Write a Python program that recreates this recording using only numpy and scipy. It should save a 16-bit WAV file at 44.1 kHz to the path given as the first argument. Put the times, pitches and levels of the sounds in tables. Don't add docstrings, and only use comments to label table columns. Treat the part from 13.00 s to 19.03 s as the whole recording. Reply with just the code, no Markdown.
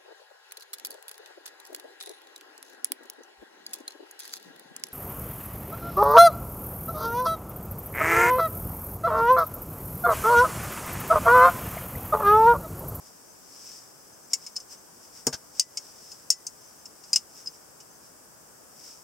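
import sys
import numpy as np
from scipy.fft import rfft, irfft, next_fast_len
from scipy.io import wavfile
from scipy.ndimage import uniform_filter1d, minimum_filter1d, map_coordinates

SR = 44100
rng = np.random.default_rng(int(sys.argv[2]) if len(sys.argv) > 2 else 0)


def persist_wave(psi):
    counts = np.round(np.clip(psi, -1, 1) * 32767).astype(np.int16)
    wavfile.write(sys.argv[1], SR, np.atleast_2d(counts).T)


N = 265923

# f/Hz, relative spectral level/dB
HISS_SPECTRUM = [(25, -10.5), (60, -9.5), (140, -4), (450, -2.5), (1000, -5), (1600, -8.5), (2000, -16),
                 (3000, -19), (4100, -24), (4900, -11), (6800, -10), (8000, -7), (10000, -14), (16000, -15)]
RUB_SPECTRUM = [(1500, -21.5), (2800, -17.5), (4200, -19), (4800, -6.5), (5250, 2), (5900, -2), (6500, -8),
                (8000, -8), (10000, -20), (16000, -20.5)]
CLATTER_SPECTRUM = [(200, -59.5), (900, -29.5), (1800, -31.5), (2800, -19), (3400, -23), (4100, -22),
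                    (4600, -10.5), (5150, 1), (6100, -6), (7100, -6.5), (9000, -12.5), (10300, -22),
                    (15000, -23.5), (16500, -26)]
THUD_SPECTRUM = [(25, -12), (55, -2), (90, -5), (160, -3), (480, 5), (800, -2.5), (1600, -10), (2500, -32),
                 (8000, -80)]
DESK_CRACK_SPECTRUM = [(1500, -8), (4000, -8), (5000, 0), (15000, -4)]
SKID_SPECTRUM = [(35, -53), (60, -7), (268, -16), (785, -12.5), (1010, -14.5), (1620, -7.5), (1860, -19),
                 (3580, -18), (4030, -21.5), (5210, -2), (10500, -25.5), (14200, -27), (16000, -45)]
# f/Hz, left-right correlation
HISS_COHERENCE = [(60, 0.39), (180, 0.38), (550, 0.082), (1650, 0.086), (4970, -0.058), (15000, -0.052)]
DIRECT_COHERENCE = [(1400, 1), (6800, 0.69), (15000, 0.18)]
REFLECTED_COHERENCE = [(1400, 1), (6800, 0.4), (15000, .3)]
# t/s at greatest speed, duration/s, level/dB
STROKES = [(.068, .035, -52), (.56, .13, -51), (.70, .15, -44.7), (1.32, .02, -46), (1.445, .06, -48),
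           (1.727, .03, -43), (2.05, .06, -54), (2.18, .055, -47), (2.585, .05, -46), (2.86, .16, -53),
           (3.08, .17, -50.5), (3.66, .09, -57), (4.1, .05, -55), (4.39, .07, -49.5), (4.55, .04, -54),
           (5.06, .05, -57), (5.87, .115, -46.5)]
# t/s, relative level/dB, clink f/Hz, clink level/dB,
# hollow note f/Hz, hollow note emphasis/dB, brightness/dB
CONTACTS = [(1.3328, -11.5, 5490, -2.5, 2190, 3.5, 3.5), (1.464, -29.5, 5200, 1, 2220, 7, 0),
            (1.557, -34, 5200, -3, 2980, -1, -6), (1.5632, -21, 5190, -3, 2990, -6, -4),
            (1.601, -35.5, 6100, -5, 2950, -1, -1), (2.268, -13, 5270, -11, 2104, 1, 3.5),
            (2.5963, -1, 5030, -1, 2940, 0, 1), (2.7716, -20.5, 4970, -8, 2200, 2, 0),
            (3.116, -33, 5140, -2, 2620, -2, -3.5), (3.3031, -.5, 5440, -4, 2700, -5, 3.5),
            (3.3222, -22, 5430, -2, 2700, -2, -5), (3.4663, -23.5, 6320, -5, 2700, -5, 5),
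            (3.8545, -33.5, 5400, 0, 2800, 2, -1.5), (4.0362, -39, 4940, -8, 2750, 0, -3),
            (4.1310, -10, 5000, 2, 2560, 1, -.5), (4.1589, -8.5, 5130, -1, 2880, 3, .7),
            (4.459, -32.5, 5200, 3, 2760, -4, -4), (4.4718, -23, 5070, 7, 2800, 0, -6),
            (4.8015, -40, 5900, -11, 2940, 7, -1)]
# f/Hz, gain/dB
CRACK_TREBLE = [(2000, 0), (5000, -5), (8000, 4), (12000, 8)]
# f/Hz, relative level/dB, T60/s
STEEL_MODES = [(4682, -4, 0.036), (5370, -13, 0.096), (5270, -8, 0.047), (5510, -3.5, 0.036),
               (6140, -5.5, 0.055), (6920, -15, 0.071), (6540, -6.5, 0.028), (6940, -8, 0.066),
               (7500, -14.5, 0.067), (7470, -10, 0.046), (8870, -70, 0.025), (8720, -7, 0.024)]
BLADE_MODES = [(1990, 0, .29)]
DESK_MODES = [(141, -7, 0.13), (170, -5, 0.066), (252, 0.5, .08), (386, -6, 0.066), (459, 3.5, 0.071),
              (690, -17, 0.056), (810, -2, 0.036), (932, -8, .06), (1179, -16, 0.099), (1620, -14, 0.078)]

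WHINE_HZ, BLIPS_PER_S, BLIP_S = 6170, 3.5, .028
GRIP_DB, REST_DB, REST_S = -60, -65, 4.7
RING_T60_S, CLINK_T60_S = .068, .05
RISE_S, RISE_S_PER_DB = .00022, .00007
KNOCK_S, SKID_S = 2.268, 2.3265


def amp(db):
    return 10 ** (np.asarray(db) / 20)


def unit(x):
    return x / np.sqrt(np.mean(x ** 2) + 1e-20)


def along(points, hz):
    f, value = np.transpose(points)
    return np.interp(np.log(hz + 1), np.log(f), value)


def wobble(rate):
    return map_coordinates(rng.standard_normal(int(N * rate / SR) + 4), [np.arange(N) * rate / SR])


def filtered(x, response):
    n = x.shape[-1]
    padded = next_fast_len(n + 8192)
    return irfft(rfft(x, padded) * response(np.fft.rfftfreq(padded, 1 / SR)), padded)[..., :n]


def noise(spectrum, coherence, size):
    def response(hz):
        angle = np.arccos(np.clip(along(coherence, hz), -1, 1)) / 2
        return amp(along(spectrum, hz)) * [np.cos(angle), np.sin(angle)]
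    mid, side = filtered(rng.standard_normal((2, size)), response)
    return unit(np.array([mid + side, mid - side]))


def fade(t, t60):
    return np.exp(-np.log(1000) * t / t60)


def ring(modes, t, spread_rad, scatter_db=0):
    hz, db, t60 = np.transpose(modes)[:, :, None]
    gain = amp(db + scatter_db * rng.standard_normal(hz.shape))
    phase = rng.uniform(0, 2 * np.pi, hz.shape) + spread_rad * rng.standard_normal((2, *hz.shape))
    waves = gain * fade(t, t60) * np.sin(2 * np.pi * hz * t + phase)
    return waves.sum(1) / np.sqrt(np.sum(gain ** 2) / 2)


def add(track, start_s, sound):
    part = track[:, round(start_s * SR):][:, :sound.shape[1]]
    part += sound[:, :part.shape[1]]


def room_hiss():
    return amp(-52) * noise(HISS_SPECTRUM, HISS_COHERENCE, N)


def whine():
    t = np.arange(N) / SR
    tone = np.sin(2 * np.pi * WHINE_HZ * t + .26 * wobble(150))
    blip_times = rng.uniform(0, N / SR, (round(BLIPS_PER_S * N / SR), 1))
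    gate = np.exp(-(2 * (t - blip_times) / BLIP_S) ** 4).max(0, initial=0)
    return amp(-55.5) * gate * tone


def rubbing():
    t = np.arange(N) / SR
    power = amp(np.interp(t, [REST_S - .5, REST_S + .5], [GRIP_DB, REST_DB])) ** 2
    for fastest_s, duration_s, db in STROKES:
        offset = np.minimum(2 * np.abs(t - fastest_s) / duration_s, 20)
        power += (amp(db) / np.cosh(offset)) ** 2
    grain = amp(.48 * wobble(35) + 1.1 * wobble(450))
    return np.sqrt(power) * unit(grain * noise(RUB_SPECTRUM, REFLECTED_COHERENCE, N))


def steel_impact(t, hollow_hz, hollow_db, bright_db):
    burst = noise(CLATTER_SPECTRUM, DIRECT_COHERENCE, len(t))
    crack = amp(1.5) * fade(t, .011) * filtered(burst, lambda hz: amp(along(CRACK_TREBLE, hz)))
    clatter = amp(-4) * fade(t, RING_T60_S) * noise(CLATTER_SPECTRUM, DIRECT_COHERENCE, len(t))
    modes = amp(-3) * ring(STEEL_MODES, t, spread_rad=.25, scatter_db=4)
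    room = amp(-28) * fade(t, .17) * noise(CLATTER_SPECTRUM, REFLECTED_COHERENCE, len(t))
    # f/Hz, gain/dB
    weighting = [(hollow_hz / 2, 1), (hollow_hz, hollow_db), (4400, 0), (5400, 0),
                 (6800, bright_db), (9000, bright_db), (11000, -4 + 1.3 * bright_db)]
    return filtered(crack + clatter + modes + room, lambda hz: amp(along(weighting, hz)))


def blade_bending(t, blow_db):
    return amp(-51.5 + 1.6 * blow_db) * ring(BLADE_MODES, t, spread_rad=.1)


def clacks():
    out, t = np.zeros((2, N)), np.arange(SR // 3) / SR
    for start_s, db, clink_hz, clink_db, hollow_hz, hollow_db, bright_db in CONTACTS:
        steel = steel_impact(t, hollow_hz, hollow_db, bright_db)
        clink = amp(clink_db) * ring([(clink_hz, 0, CLINK_T60_S)], t, spread_rad=.31)
        hollow = amp(hollow_db - 27) * ring([(hollow_hz, 0, RING_T60_S)], t, spread_rad=.2)
        rise_s = RISE_S + RISE_S_PER_DB * max(-db, 0)
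        hit = (steel + clink + hollow) * (1 - np.exp(-t / rise_s))
        add(out, start_s, amp(db - 21.5) * unit(hit) + blade_bending(t, db))
    return out


def desk_knock():
    out, t = np.zeros((2, N)), np.arange(SR // 3) / SR
    boom = ring(DESK_MODES, t, spread_rad=.11, scatter_db=1.5)
    thud = amp(-4.5) * fade(t, .084) * noise(THUD_SPECTRUM, DIRECT_COHERENCE, len(t))
    crack = fade(t, .014) * noise(DESK_CRACK_SPECTRUM, DIRECT_COHERENCE, len(t))
    attack = 1 - np.exp(-t / .0039)
    add(out, KNOCK_S, amp(-19) * ((boom + thud) * attack + crack))
    return out


def desk_skid(attack_s=.002, hold_s=.02, t60_s=.06):
    out, t = np.zeros((2, N)), np.arange(SR // 3) / SR
    grain = amp(1.1 * wobble(400)[:len(t)])
    chatter = unit(grain * noise(SKID_SPECTRUM, DIRECT_COHERENCE, len(t)))
    contact = np.minimum(t / attack_s, 1) * fade(np.maximum(t - hold_s, 0), t60_s)
    add(out, SKID_S, amp(-32) * contact * chatter)
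    return out


def scene():
    knife = clacks() + desk_knock() + desk_skid() + rubbing()
    background = room_hiss() + whine()
    return knife * amp([[1.2], [-1.2]]) + background * amp([[1.0], [-1.0]])


def limiter(x, ceiling_db, recovery_db_per_s):
    excess_db = np.maximum(20 * np.log10(np.abs(x).max(0) + 1e-9) - ceiling_db, 0)
    ramp_db = recovery_db_per_s * np.arange(N) / SR
    gain_db = ramp_db - np.maximum.accumulate(excess_db + ramp_db)
    held_db = minimum_filter1d(gain_db, size=45)
    return x * amp(uniform_filter1d(held_db, size=45))


def record(dry):
    def passband(hz, low_hz=36, top_hz=15950):
        return hz ** 2 / np.hypot(hz ** 2, low_hz ** 2) / (1 + (hz / top_hz) ** 140)
    return filtered(limiter(dry, ceiling_db=-1.2, recovery_db_per_s=68), passband)


dry = scene()
out = record(dry)
persist_wave(out)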